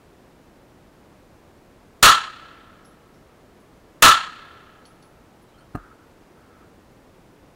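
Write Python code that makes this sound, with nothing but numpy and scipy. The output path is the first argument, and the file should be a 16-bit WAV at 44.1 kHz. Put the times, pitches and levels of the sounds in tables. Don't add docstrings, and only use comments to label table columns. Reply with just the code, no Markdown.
import sys
import numpy as np
from scipy import signal
from scipy.fft import rfft, irfft, next_fast_len
from scipy.io import wavfile
from scipy.ndimage import uniform_filter1d, map_coordinates

SR = 44100
rng = np.random.default_rng(int(sys.argv[2]) if len(sys.argv) > 2 else 0)


def bounce(signal):
    frames = np.transpose(np.atleast_2d(signal))
    limited = np.clip(frames, -1, 1)
    pcm = np.round(limited * 32767).astype(np.int16)
    wavfile.write(sys.argv[1], SR, pcm)


def volts_from_db(level):
    exponent = np.asarray(level, float) / 20
    return 10 ** exponent


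N = 332955

# start in seconds, blast level in dB.
SHOTS = [
    (2.0279, -3),
    (4.0238, -2.5),
]
# frequency in Hz, time to fall 60 dB in seconds.
NEAR_DECAY = [(100, 0.23), (550, .23), (800, 0.31), (1300, 0.325), (3500, 0.29), (7000, 0.26),
              (15000, 0.18)]
# frequency in Hz, time to fall 60 dB in seconds.
FAR_DECAY = [(100, 1.), (600, 3.3), (1300, 2), (3500, 1.5), (7000, 0.87), (15000, 0.36)]
# frequency in Hz, level in dB.
NEAR_COLOUR = [(25, -2), (150, -4), (600, -5.5), (850, -1.5), (1300, -5), (1900, -4), (2300, -5), (2800, 1),
               (4400, -0.5), (5000, -8.5), (7000, -5.5), (7600, -9.5), (16000, -18.5)]
# frequency in Hz, level in dB.
FAR_COLOUR = [(25, -7.5), (600, -5), (1000, -4.5), (1300, -0.4), (1900, 2.5), (2400, 3), (2800, 4),
              (4500, 3), (5000, -3.5), (7000, -2), (9000, -5), (16000, -17)]
# frequency in Hz, likeness from 0 to 1.
LIKENESS = [(100, .8), (1300, .96), (3000, .7), (7000, .35), (16000, .2)]
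# delay after the shot in seconds, level in dB.
SLAPS = [
    (.099, -14),
    (.212, -31),
    (.225, -34),
]
# first path in m, round trip in m, first level in dB, loss per trip in dB.
ROOF_PATH = (2.4, 2.7, 14, .4)
# first path in m, round trip in m, first level in dB, loss per trip in dB.
WALL_PATH = (32, 10.5, -5, 5.8)
# frequency in Hz, width in Hz, level in dB.
HOUSING = [(1095, 32, 9), (1314, 80, 22), (1655, 100, 10), (2650, 180, -2.5), (3040, 160, -0.5),
           (3400, 260, -3.5), (4120, 180, -1.5), (6910, 500, -4), (8440, 400, -2)]
# start in seconds, ring level in dB, tick level in dB.
KNOCKS = [
    (5.747, -28.5, -62),
    (5.7512, -18, -54),
    (5.7572, -21.5, -49),
    (5.772, -31.5, -70),
]
# frequency in Hz, level in dB, time to fall 60 dB in seconds.
MOUNT = [(44, -16, 0.2), (164, 0, 0.042), (267, 0, 0.026), (690, -5, 0.032), (1210, -4.5, 0.028),
         (1650, -13, 0.036), (2680, -24, 0.021), (4160, -27, 0.019), (8700, -28, 0.014)]
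# wall ring in Hz, mouth tone in Hz, then its bounces,
# each with start in seconds, ring spread in Hz, ring level in dB, floor click level in dB.
CASES = [
    (10960, 5280, [(2.849, 200, -62, -60), (3.14, 150, -79, -65), (3.6, 30, -76, -85)]),
    (10740, 4400, [(4.853, 280, -62, -53), (5.024, 60, -66, -57.5)]),
]
# share of the ring spread, level in dB.
BRASS = [(-.5, 4), (.1, 0), (.5, 4.5)]
# frequency in Hz, sharpness (Q), level in dB.
FLOOR = [(3500, 2.5, 1.5), (4500, 4, -1.5), (5300, 4, -1.5)]
# start in seconds, frequency in Hz, level in dB, time to fall 60 dB in seconds.
PARTS = [
    (5.416, 10780, -61, .13),
    (5.418, 13010, -68, .1),
    (5.48, 3950, -62, .1),
    (5.537, 3150, -57, .13),
    (5.578, 4300, -58, .11),
    (5.575, 8700, -66, .15),
    (5.6, 9000, -65, .12),
    (5.6, 3080, -58, .13),
]
# start in seconds, held time in seconds, level in dB.
STROKES = [
    (5.58, .01, -58),
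    (5.775, .045, -50),
    (5.86, .03, -52),
    (6.0, .04, -62),
    (6.38, .12, -63),
    (6.52, .13, -59),
]
# frequency in Hz, level in dB.
CLOTH = [(200, -30), (900, -7.5), (1400, 3), (1900, -11), (3000, -26), (16000, -49.5)]
# frequency in Hz, level in dB per Hz.
HISS = [(12, -32.5), (20, -1), (319, -1.5), (347, -1), (377, -3), (527, -5), (1330, -14), (1810, -17),
        (3250, -24), (14700, -35.5), (16000, -35.5)]
# frequency in Hz, level in dB.
GRIT = [(100, -5), (1300, 0), (4000, -0.5), (8000, -5.5), (16000, -14.5)]
# frequency in Hz, level in dB.
BAND_EDGE = [(15700, 0), (15830, -8), (15950, -46), (17050, -58), (17200, -120)]

SOUND_M_PER_S = 343
OVERLOAD_LEVEL = .51


def unit(x):
    return x / np.sqrt(np.mean(x ** 2) + 1e-20)


def along(points, hz):
    f, v = np.transpose(points)
    return np.interp(np.log(hz + 1), np.log(f + 1), v)


def filtered(x, response):
    m = next_fast_len(N + SR // 2)
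    return irfft(rfft(x, m) * response(np.fft.rfftfreq(m, 1 / SR)), m)[:N]


def coloured_noise(colour):
    return unit(filtered(rng.standard_normal(N), lambda hz: volts_from_db(along(colour, hz))))


def bandpass(x, low_hz, high_hz):
    return signal.sosfilt(signal.butter(3, [low_hz, high_hz], "bandpass", fs=SR, output="sos"), x)


def resonance(x, hz, q):
    peak = signal.iirpeak(hz, q, SR)
    return unit(signal.lfilter(*peak, signal.lfilter(*peak, x)))


def ring(hz, db, t60, attack=0.00077):
    t = np.arange(SR // 2) / SR
    return volts_from_db(db - 60 * t / t60) * (1 - np.exp(-t / attack)) * np.sin(2 * np.pi * hz * t)


def add(track, s, sound):
    part = track[round(s * SR):][:len(sound)]
    part += sound[:len(part)]


def shots():
    out, t = np.zeros(N), np.arange(2 * SR) / SR
    walls, banks = rng.standard_normal((2, len(t)))
    u = t[:SR // 100] / 0.00022
    blast = bandpass((1 - u) * np.exp(-u), 950, 2000)
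    swell, singles = echo_swell(t), returns()
    lead_s, lead_db = .0027, -33
    for s, db in SHOTS:
        noise = rng.standard_normal(len(t))
        crack = volts_from_db(15.5 - 60 * t / .02) * signal.lfilter(*signal.iirpeak(4000, .7, SR), noise)
        near = volts_from_db(9.5) * echoes(walls, NEAR_DECAY, NEAR_COLOUR) * (1 - np.exp(-t / 0.003))
        far = volts_from_db(-31.5) * echoes(banks, FAR_DECAY, FAR_COLOUR)
        add(out, s, volts_from_db(db) * (crack + swell * (near + far)))
        add(out, s - lead_s, volts_from_db(db + lead_db) * crack[:round(lead_s * SR)][::-1])
        for late, level in singles:
            add(out, s + abs(late), volts_from_db(db + level) * blast)
        slap = bandpass(crack, 1800, 4800)
        for late, level in SLAPS:
            add(out, s + late, volts_from_db(db + level - 16.0) * slap)
    return out


def echo_swell(t):
    path_m = t * SOUND_M_PER_S
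    flutter_db = 1.8 * np.cos(2 * np.pi * (path_m - WALL_PATH[0]) / WALL_PATH[1])
    berm_m, berm_depth_m = 74, 9
    berm_db = 3 * np.exp(-((path_m - berm_m) / berm_depth_m) ** 2)
    return volts_from_db(flutter_db + berm_db)


def returns():
    roof = trips(ROOF_PATH, count=9)
    walls = np.repeat(trips(WALL_PATH, count=9), 4, axis=0)
    both = np.vstack([roof, walls])
    rough_m, rough_db = 2.2, 2.2
    return both + rng.uniform(-1, 1, both.shape) * [rough_m / SOUND_M_PER_S, rough_db]


def trips(path, count):
    first_m, round_m, db, loss_db = path
    k = np.arange(count)
    return np.transpose([(first_m + round_m * k) / SOUND_M_PER_S, db - loss_db * k])


def echoes(place, decay, colour):
    fresh = rng.standard_normal(len(place))
    hz, t, z = signal.stft(np.array([place, fresh]), SR, nperseg=256)
    same = along(LIKENESS, hz)[:, None]
    db = along(colour, hz)[:, None] - 60 * t / along(decay, hz)[:, None]
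    mixed = same * z[0] + np.sqrt(1 - same ** 2) * z[1]
    return signal.istft(mixed * volts_from_db(db), SR, nperseg=256)[1][:len(place)]


def housing(hz):
    return 1 + sum(volts_from_db(db) * 1j * hz * w / (c * c - hz * hz + 1j * hz * w) for c, w, db in HOUSING)


def knock():
    out, t = np.zeros(N), np.arange(SR // 20) / SR
    for k, (s, db, tick_db) in enumerate(KNOCKS):
        push = (-1) ** k
        add(out, s, push * sum(ring(hz, db + level, t60) for hz, level, t60 in MOUNT))
        add(out, s, volts_from_db(tick_db - 60 * t / 0.028) * rng.standard_normal(len(t)))
    return out


def cases():
    out, t = np.zeros(N), np.arange(SR // 10) / SR
    brass_t60, click_t60, tick_t60 = .26, 0.14, .012
    for hz, mouth_hz, bounces in CASES:
        for s, spread_hz, db, click_db in bounces:
            for side, level in BRASS:
                add(out, s, ring(hz + spread_hz * side, db + level, brass_t60, attack=0.0022))
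            noise = rng.standard_normal(len(t))
            mouth = resonance(noise, mouth_hz, 11)
            slab = sum(volts_from_db(level) * resonance(noise, c, q) for c, q, level in FLOOR)
            add(out, s, volts_from_db(click_db - 60 * t / click_t60) * unit(mouth + slab))
            add(out, s, volts_from_db(click_db - 4.5 - 60 * t / tick_t60) * noise)
    return out


def pistol_parts():
    out = np.zeros(N)
    for s, hz, db, t60 in PARTS:
        for shift_hz, level in [(0, 0), (90, -3), (-130, -6)]:
            add(out, s, ring(hz + shift_hz, db + level, t60, attack=.006))
    return out


def sleeve():
    clumps_per_s = 60
    points = rng.standard_normal(int(N * clumps_per_s / SR) + 4)
    clumps = map_coordinates(points, [np.arange(N) * clumps_per_s / SR])
    rub = volts_from_db(2 * clumps) * rng.standard_normal(N)
    rub = filtered(rub, lambda hz: volts_from_db(along(CLOTH, hz)) * np.sqrt(housing(hz)))
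    t, strokes = np.arange(N) / SR, np.zeros(N)
    for s, held, db in STROKES:
        rise_db = 400 * np.minimum(t - s, 0)
        fall_db = 200 * np.maximum(t - s - held, 0)
        strokes += volts_from_db(db + rise_db - fall_db)
    return unit(rub) * strokes


def scene():
    return (filtered(shots(), housing) + knock() + cases() + pistol_parts() + sleeve())[None]


def overload(x):
    return x / (1 + np.abs(x / OVERLOAD_LEVEL) ** 8) ** (1 / 8)


def blast_grit(x):
    power = uniform_filter1d(uniform_filter1d(x ** 2, size=170), size=170)
    return volts_from_db(-2) * np.abs(power) ** 1.4 * coloured_noise(GRIT)


def microphone_hiss():
    return volts_from_db(-52) * coloured_noise(HISS)


def low_pass(x):
    return signal.sosfilt(signal.butter(12, 17090, fs=SR, output="sos"), x)


def record(dry):
    clipped = overload(dry[0] + microphone_hiss())
    rough = clipped + blast_grit(clipped)
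    mix = filtered(rough, lambda hz: volts_from_db(along(BAND_EDGE, hz)))[None]
    return low_pass(mix)


dry = scene()
out = record(dry)
bounce(out)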